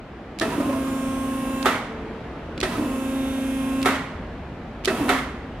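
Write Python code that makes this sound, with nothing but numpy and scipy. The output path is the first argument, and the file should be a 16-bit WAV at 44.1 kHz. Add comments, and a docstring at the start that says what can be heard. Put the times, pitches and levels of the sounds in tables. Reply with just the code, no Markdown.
"""In a yard between steel walls, a lift table rises in three short runs; its hand pendant is close to the listener.
Short noise bursts make the button ticks; noise, ringing modes and echoes make the contactor clacks.
Steady tones and a repeating shaft pattern make the motor and nine-tooth gear pump; the frame rumbles and knocks.
Behind it lie shaped noise for far traffic and machines, and two soft tones for a faint hum that swells once."""
import sys
import numpy as np
from scipy import signal
from scipy.fft import rfft, irfft
from scipy.io import wavfile
from scipy.ndimage import uniform_filter1d

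SR = 44100
rng = np.random.default_rng(int(sys.argv[2]) if len(sys.argv) > 2 else 0)


def dump_mix(stems):
    """Bounce the given channels to the path in sys.argv[1] as a 16-bit WAV at rate SR."""
    frames = np.atleast_2d(stems).T  # one column per channel
    limited = np.clip(frames, -1, 1)  # hard clip at full scale
    pcm = np.round(limited * 32767).astype(np.int16)
    wavfile.write(sys.argv[1], SR, pcm)


N = 246959
T = np.arange(N) / SR  # time in seconds

TOOTH_HZ, TEETH = 267.5, 9  # gear teeth meeting per second at full speed, teeth on the gear
EDGE_HZ = 15700  # upper limit of the sound
# How alike left and right are. Each row: pitch in Hz, likeness (1 is identical, 0 is unrelated).
LIKENESS = [(60, .9998), (150, .998), (380, .982), (950, .86), (2380, .56), (5980, 0), (15000, .15)]
# Colour of the contactor dropping out. Each row: pitch in Hz, relative level in dB per Hz.
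DROP_OUT_COLOUR = [(290, -27), (500, -7), (718, -11), (1180, -7), (1280, 0.5), (1510, -14), (2040, -6.5),
                   (2390, -16), (3540, -18), (4940, -26.5), (10800, -30), (14500, -38.5), (16000, -56)]


def amp(db):
    """Turn decibels into a plain factor."""
    return 10 ** (np.asarray(db) / 20)


def evened(x):
    """Scale a sound to an average (rms) level of 1."""
    return x / np.sqrt(np.mean(x ** 2) + 1e-20)


def read(points, hz):
    """Read a table of (Hz, value) at any pitch, in straight lines over log pitch."""
    f, value = np.transpose(points)
    return np.interp(np.log(hz + 1), np.log(f + 1), value)


def add(mix, s, sound):
    """Add a stereo sound to the mix, starting at s seconds."""
    part = mix[:, round(s * SR):][:, :sound.shape[1]]
    part += sound[:, :part.shape[1]]


def phase_apart(hz):
    """Phase angle in radians that makes two equal tones as alike as left and right should be."""
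    return np.arccos(np.clip(read(LIKENESS, hz), -1, 1))


def noise(field_db, length, size):
    """Stereo noise whose level in dB follows a function of Hz (column) and seconds (row)."""
    frames = 4 * length // size + 5
    hz = np.fft.rfftfreq(size, 1 / SR)[:, None]
    a, b, c, d = rng.standard_normal((frames, len(hz), 4)).T
    same = np.clip(read(LIKENESS, hz), -1, 1)
    left = a + 1j * b
    right = same * left + np.sqrt(1 - same ** 2) * (c + 1j * d)
    spectrum = np.array([left, right]) * amp(field_db(hz, np.arange(frames) * size / 4 / SR))
    return signal.istft(spectrum, nperseg=size, noverlap=3 * size // 4)[1][:, :length]


def tone(hz, turns):
    """A stereo sine of rms 1; its two sides differ in phase as far as they are unlike at that pitch."""
    start, sign = rng.random(), rng.choice([-1, 1])
    side_phase = np.array([[0], [sign * phase_apart(hz)]])
    return np.sqrt(2) * np.sin(2 * np.pi * (turns + start) + side_phase)


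def wander(rate):
    """A slow random curve: straight lines between random points, rate points per second."""
    knots = rng.standard_normal(int(N / SR * rate) + 2)
    return np.interp(T[::64] * rate, np.arange(len(knots)), knots).repeat(64)[:N]


def yard():
    """Traffic and machines far off: shaped noise with patches that drift in pitch and time."""
    # Colour of the distant sound. Each row: pitch in Hz, relative level in dB per Hz.
    yard_colour = [(25, -12), (40, -3.5), (52, 3), (75, -6), (110, -10.5), (240, -5), (420, -12.5),
                   (690, -14), (1000, -19), (1700, -22.5), (3000, -31), (5000, -43.5), (9000, -56),
                   (15000, -66)]
    # How the distance comes and goes. Each row: time in seconds, level in dB, extra deep bass in dB.
    distance = [(0, -38, 0), (.35, -36.5, 0.5), (1.0, -34, 0.5), (1.9, -32, -3.5), (2.6, -33.5, 1),
                (3.6, -34, 2), (4.1, -33, 1), (4.4, -34.5, 5), (4.8, -35, 1), (5.3, -33.5, 0.5),
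                (5.6, -34, 3)]
    s, level_db, bass_db = np.transpose(distance)
    patches = rng.standard_normal((N // 256 + 9, 513)).T
    patches = uniform_filter1d(patches, 5, 0)  # smooth over pitch
    patches_db = evened(uniform_filter1d(patches, 14, 1))  # smooth over time

    def field(hz, t):
        bass = np.interp(t, s, bass_db) * np.clip(2 - hz / 70, 0, 1)
        return read(yard_colour, hz) + bass + patches_db[:, :len(t)]
    return amp(np.interp(T, s, level_db)) * evened(noise(field, N, size=1024))


def drone():
    """A faint hum far off: a tone and its octave swell once, waver in pitch and fade."""
    start_s, rise_s, hold_s, fading_db_per_s = 1.865, 0.031, .15, 28
    drone_hz = 223.4
    turns = np.cumsum(drone_hz * (1 + 0.0157 * wander(12.0))) / SR
    rise = np.clip((T - start_s) / rise_s, 0, 1)
    fade = amp(-fading_db_per_s * np.maximum(T - start_s - hold_s, 0))
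    first = amp(-42) * tone(drone_hz, turns)
    octave = amp(-40) * tone(2 * drone_hz, 2 * turns)
    return rise * fade * (first + octave)


def shudder(length):
    """The scissor frame takes up the load: broad rumble in its resonances."""
    # Resonances of the frame. Each row: pitch in Hz, width in Hz, relative level in dB.
    frame_modes = [(120, 39, -3.5), (179, 110, -4.5), (318, 120, 5), (577, 26, -14), (668, 36, 2),
                   (1000, 135, -4), (1274, 103, -6.5)]

    def field(hz, t):
        power = sum(amp(2 * db) / (1 + (2 * (hz - f) / width) ** 2) for f, width, db in frame_modes)
        return 10 * np.log10(power) + 0 * t
    return evened(noise(field, length, size=1024))


def knock(level_db, hz):
    """A soft blow rings one member of the frame, and the joints rattle briefly around its pitch."""
    # How long the frame rings. Each row: pitch in Hz, time to fade by 60 dB in seconds.
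    members = [(290, .22), (560, 0.24), (650, 0.38), (1000, 0.098)]
    t = np.arange(SR // 3) / SR
    rattle_db, rattle_s = -9.5, .03

    def field(f, u):
        return -9.0 * abs(np.log2((f + 50) / (1.33 * hz))) + 0 * u
    rattle = evened(noise(field, len(t), size=256)) * np.exp(-t / rattle_s)
    ring = amp(-60 * t / read(members, hz)) * tone(hz, hz * t)
    soft_start = np.minimum(t / 0.0057, 1)
    return amp(level_db) * (ring + amp(rattle_db) * rattle) * soft_start


def gears(turns, settled):
    """One shaft turn repeats and slowly changes: shaft multiples cluster round tooth multiples, over oil hiss."""
    # Colour of the gear whine. Each row: pitch in Hz, relative level in dB per Hz.
    whine_colour = [(710, -17), (1200, -26), (1380, -3), (1510, -2), (1560, -7.5), (1700, -10), (2270, -2),
                    (2620, -6.5), (2790, -3), (3870, -11), (4220, -15), (5350, -15), (10300, -13.5),
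                    (14000, -18.5), (16000, -27)]
    # Resonances of the pump housing. Each row: pitch in Hz, width in Hz, level above the whine in dB.
    housing = [(2540, 94, 2), (2644, 79, 13.5), (5000, 66, 0), (6140, 370, 3.5), (6970, 37, 10.5),
               (8000, 68, -4), (8300, 280, 5.5), (9000, 180, 5.5), (9410, 87, 6), (10080, 360, 7.5),
               (10730, 150, 7.5), (12800, 160, 2), (13900, 250, 5), (14700, 300, 2)]
    order = np.arange(2049)  # multiples of the shaft speed
    hz = order * TOOTH_HZ / TEETH
    away = abs((order + TEETH // 2) % TEETH - TEETH // 2)  # orders to the nearest tooth multiple
    high_orders = order > 16 * TEETH - TEETH // 2  # clusters only from the 16th tooth multiple up
    cluster_db = (4.9 * np.exp(-(away / 0.97) ** 2) + 5.8 * (away == 0)) * high_orders
    apart = rng.choice([-1, 1], 2049) * phase_apart(hz)
    sides = np.exp(1j * np.outer([0, 1], apart))
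    orders = amp(cluster_db) * (hz > 1200) * (hz < EDGE_HZ) * sides

    at = turns / TEETH % 1 * 16384  # place within one shaft turn
    t = np.arange(len(turns)) / SR
    comb = 0
    for k in range(8):  # patterns fade into each other as the load angle changes
        a, b = rng.standard_normal((2, 2049))
        cycle = irfft(orders * (a + 1j * b), 16384)
        share = np.cos(np.pi / 2 * np.clip(t / .25 - k, -1, 1))
        played = np.array([np.interp(at, np.arange(16384), c, period=16384) for c in cycle])
        comb = comb + share * played

    # flat up to the edge, 40 dB lower above it
    hiss = evened(noise(lambda f, u: (f < EDGE_HZ) * 40. + 0 * u, len(turns), size=512))
    mix = settled * evened(comb) + np.sqrt(1 - settled ** 2 + amp(-13.0)) * hiss
    f = np.fft.rfftfreq(2 ** 17, 1 / SR)
    housing_db = sum(db / (1 + (2 * (f - mode_hz) / width) ** 2) for mode_hz, width, db in housing)
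    mix = irfft(rfft(mix, 2 ** 17) * amp(read(whine_colour, f) + housing_db))[:, :len(turns)]
    high = signal.sosfilt(signal.butter(4, 5000, "high", fs=SR, output="sos"), mix)
    return mix / high.std()  # the part above 5 kHz gets level 1


def run(on_s, off_s, whine_db, shudder_db, fading_db):
    """Motor and pump spin up at pull-in and hum, whine and shake; after drop-out the sound dies between the walls."""
    # Steady tones of the oil pulses. Each row: multiple of the tooth rate, relative level in dB.
    ripple_tones = [(2, -13), (3, -25), (5, -27.5), (6, -24), (7, -28.5), (8, -29.5), (9, -28.5), (11, -29),
                    (12, -29.5), (13, -34.5), (15, -39)]
    # Tones that swell and sink as the table rises.
    # Each row: time in seconds, then levels in dB of tooth multiples 1, 4, 10 and 14.
    pump_tones = [(.7, -26, -38.5, -56, -64), (.85, -27, -41.5, -56, -60), (1.0, -28.5, -39, -66, -60),
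                  (1.2, -28.5, -37.5, -55, -66), (1.4, -29.5, -37, -52, -63), (1.62, -29.5, -37, -46, -56),
                  (2.9, -29.5, -41.5, -58, -69), (3.05, -28, -43, -57, -57), (3.2, -25.5, -45, -54, -51),
                  (3.35, -27, -48, -55, -53), (3.51, -26, -54, -57, -60), (3.63, -26, -42, -58, -58),
                  (3.82, -25, -41.5, -45, -55), (5.05, -26.5, -45, -60, -64)]
    hum_hz, hum_db = 240, -33
    upper_db, waver_db = -26.5, 1  # level of the steady tones, their wavering per octave
    slip, spin_up_s = .2, .16  # share of speed missing at pull-in, time to catch up
    pressure_s, build_s, unloaded_db = 0.14, 0.11, -11  # tones are weak until oil pressure builds
    shudder_hold_s, shudder_floor_db = 0.16, -44.5

    t = np.arange(on_s, min(off_s + .7, N / SR), 1 / SR)
    since = t - on_s
    turns = np.cumsum(TOOTH_HZ * (1 - slip * np.exp(-(since / spin_up_s) ** 2))) / SR
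    loaded = amp(unloaded_db * (1 - np.clip((since - pressure_s) / build_s, 0, 1)))
    settled = np.clip((since - .15) / 0.17, 0, 1)  # the gears mesh evenly once the oil is under pressure

    steady = 0
    for k, db in ripple_tones:
        k = round(k)
        wavering_db = waver_db * np.log2(k) * wander(3.05)[:len(t)]
        steady = steady + amp(wavering_db + db + upper_db) * tone(k * TOOTH_HZ, k * turns)
    s, first_db, *swelling_db = np.transpose(pump_tones)
    swelling = 0
    for k, db in zip((4, 10, 14), swelling_db):
        swelling = swelling + amp(np.interp(t, s, db)) * tone(k * TOOTH_HZ, k * turns)
    ripple = settled * steady + loaded * swelling

    first = loaded * amp(np.interp(t, s, first_db)) * tone(TOOTH_HZ, turns)
    low = first + amp(hum_db) * tone(hum_hz, hum_hz * t)
    shake_fade_db = fading_db * np.maximum(since - shudder_hold_s, 0)
    shaking = amp(shudder_db - shake_fade_db) + amp(shudder_floor_db)
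    high = ripple + amp(whine_db) * gears(turns, settled) + shaking * shudder(len(t))
    rise = np.minimum(since / 0.028, 1)
    after = np.maximum(t - off_s - .04, 0)
    return rise * (low * amp(-100.0 * after) + high * amp(-140.0 * after))  # fading in dB per second


def latch():
    """The armature scrapes free just before it drops: a very short noise."""
    t = np.arange(400) / SR
    scrape = evened(noise(lambda f, u: read(DROP_OUT_COLOUR, f) + 0 * u, 400, size=128))
    return amp(-28.0) * scrape * np.minimum(t / 0.0014, 1)


def clack(sharp_db, thump_db, thump_hz, colour, axis, ring_db, rise_s, bounce_s, hold_s, echo_db):
    """The armature lands and bounces, the box rings, and near walls hold the echo up before it dies."""
    # Ringing of the switch box. Each row: pitch in Hz, relative level in dB at pull-in,
    # relative level in dB at drop-out, time to fade by 60 dB in seconds.
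    box_modes = [(430, -6, -15, 0.25), (651, -5.5, 0, 0.3), (719, -7, 8.5, 0.13), (994, -28, -21, 0.058),
                 (1321, -2, 12, 0.13), (1455, -14, -50, 0.27), (1823, 7, -24, 0.028),
                 (2060, -17, -25, 0.25), (2590, -10.5, -9, 0.22), (3600, -14, 6, 0.038)]
    # How the echo dies after its hold. Each row: pitch in Hz, time to fade by 60 dB in seconds.
    wall_fading = [(250, 0.53), (1000, 0.68), (2500, 0.68), (6000, 0.58), (12000, 0.37)]
    t = np.arange(SR) / SR
    bounce = np.exp(-t / bounce_s)
    blows = (rng.random(SR) < 450 / SR) * rng.choice([-1, 1], SR) * bounce  # about 450 chances a second
    blows[0] = 1
    modes = sum(amp(mode[axis] - 60 * t / mode[3]) * np.sin(2 * np.pi * mode[0] * t) for mode in box_modes)
    ring = signal.fftconvolve(blows, modes)[:SR]
    crack = evened(noise(lambda f, u: read(colour, f) + 0 * u, SR, size=256)) * bounce

    def echo_field(f, u):
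        return read(colour, f) - 60 * np.maximum(u - hold_s, 0.42 * u) / read(wall_fading, f)
    echo = noise(echo_field, SR, size=256)
    slap = 1 + 0.3 * np.exp(-((t - .1) / 0.0084) ** 2)  # the far wall answers once
    echo *= slap * np.minimum(t / 0.01, 1) / echo[:, :2000].std()
    thump = np.sin(2 * np.pi * thump_hz * t) * amp(-60 * t / 0.12) * np.minimum(t / 0.0041, 1)
    sharp = amp(-2.5) * crack + amp(ring_db) * ring / abs(ring).max() + amp(echo_db) * echo
    return amp(sharp_db) * sharp * np.minimum(t / rise_s, 1) + amp(thump_db) * thump


def tick(level_db, pan_db, tilt_db):
    """A dry plastic snap: a short burst through the pendant shell, and a faint rattle after it."""
    # Colour of the pendant shell. Each row: pitch in Hz, relative level in dB per Hz.
    shell_colour = [(800, -12), (1300, -8.5), (2000, -4.5), (2450, 1.5), (3100, 2), (3900, 3), (5200, -3),
                    (8000, -8.5), (11000, -13), (16000, -31)]
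    u = np.arange(1500) / SR / 0.0014  # time in units of 1.4 ms

    def field(f, t):
        return read(shell_colour, f) + tilt_db * np.log2(f / 3000 + 0.012) + 0 * t
    burst = evened(noise(field, 1500, size=128))
    snap = (u * np.exp(1 - u)) ** 2
    rattle = 0.32 * np.exp(-u / 7.2) * np.minimum(u, 1)
    sides = amp([[pan_db / 2], [-pan_db / 2]])
    return amp(level_db) * sides * burst * (snap + rattle)


def place_right(unit):
    """The power unit stands to the right: the left side is softer and mostly a little behind in phase."""
    # Loudness difference. Each row: pitch in Hz, left minus right in dB.
    side_level = [(150, 0), (250, -.7), (550, -1.3), (1200, -2.8), (2500, -3), (5000, -2.4), (9000, -3.2),
                  (14000, -6)]
    # Phase difference. Each row: pitch in Hz, radians by which left leads.
    side_phase = [(300, 0), (1000, -.2), (2700, -.7), (4500, -.7), (7000, 0)]
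    hz = np.fft.rfftfreq(2 ** 18, 1 / SR)
    lean = amp(read(side_level, hz) / 2) * np.exp(.5j * read(side_phase, hz))
    return irfft(rfft(unit, 2 ** 18) * np.array([lean, 1 / lean]))[:, :N]


def scene():
    """Three runs with their clacks and knocks, the pendant ticks, and the distance behind them."""
    # One row a run: gear whine in dB, frame shudder at pull-in in dB, its fading in dB per second.
    runs = [(-46, -29, 33), (-46.5, -33, 38), (-44, -29, 4)]
    # The contactor pulls in. Each row: time in seconds, level of the sharp part in dB,
    # level of the low thump in dB, thump pitch in Hz.
    pulls = [(0.4098, -18, -16, 325), (2.627, -17, -15.5, 371), (4.8733, -17, -10.5, 382)]
    # The contactor drops out. Each row: time in seconds, level of the sharp part in dB,
    # level of the low thump in dB, thump pitch in Hz.
    drops = [(1.6567, -11.5, -16.5, 379), (3.8568, -11.5, -16.5, 383.8), (5.0913, -12, -15.5, 397)]
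    # Colour of the contactor pulling in. Each row: pitch in Hz, relative level in dB per Hz.
    pull_in_colour = [(290, -9), (500, 2), (678, -7), (946, -3.5), (1510, -2), (1820, 6), (2040, -4.5),
                      (2190, -6), (2850, -8.5), (3340, -4), (6610, -17.5), (9360, -18), (16000, -41)]
    # The cylinders take the load with knocks in the frame.
    # Each row: time in seconds, level in dB, ring pitch in Hz.
    knocks = [(.424, -25.5, 648.5), (.52, -25.5, 977), (0.577, -19.5, 285.5), (0.597, -27.5, 570),
              (0.654, -22, 291), (.69, -25, 563), (.725, -27.5, 1006), (.748, -31, 660),
              (0.868, -31.5, 1223), (.6, -30, 1250), (2.75, -30, 1270), (2.73, -27.5, 993),
              (2.779, -19.5, 299.4), (2.819, -20, 294.4), (4.9, -30, 643), (5.004, -17, 287)]
    # The pendant button. Each row: time in seconds, level in dB, left minus right in dB,
    # treble tilt in dB per octave.
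    ticks = [(0.387, -32, -7, 2), (0.397, -25.5, -4, 1.5), (1.627, -30.5, -10, 0),
             (2.5774, -25.5, -2.5, -5.5), (2.6025, -29, -11, 2), (2.612, -21.5, -1.5, -4.5),
             (3.8154, -36, -2, -1), (3.828, -26.5, -6, 1), (4.838, -28, -1, -7), (4.8466, -25.5, -5.0, -1),
             (4.849, -30, -12, 4), (4.855, -18.5, -5, -0.7)]
    unit, pendant = np.zeros((2, 2, N))
    for row, pull, drop in zip(runs, pulls, drops):
        add(unit, pull[0], run(pull[0], drop[0], *row))
        add(unit, pull[0], clack(*pull[1:], pull_in_colour, axis=1, ring_db=1.5, rise_s=0.0051,
                                 bounce_s=0.021, hold_s=0.074, echo_db=-18.0))
        add(unit, drop[0], clack(*drop[1:], DROP_OUT_COLOUR, axis=2, ring_db=-1.5, rise_s=0.00085,
                                 bounce_s=0.013, hold_s=0.019, echo_db=-9.5))
        add(unit, drop[0] - 400 / SR, latch())
    for s, *row in knocks:
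        add(unit, s, knock(*row))
    for s, *row in ticks:
        add(pendant, s, tick(*row))
    return yard() + drone() + place_right(unit) + pendant


def record(dry):
    """The microphone drops the deepest bass; then everything above the upper limit is cut."""
    thinned = signal.sosfilt(signal.butter(3, 42, "high", fs=SR, output="sos"), dry)
    lowpass = signal.firwin(511, EDGE_HZ, window=("kaiser", 9), fs=SR)
    return signal.oaconvolve(thinned, lowpass[None], "same")


dry = scene()
out = record(dry)
dump_mix(out)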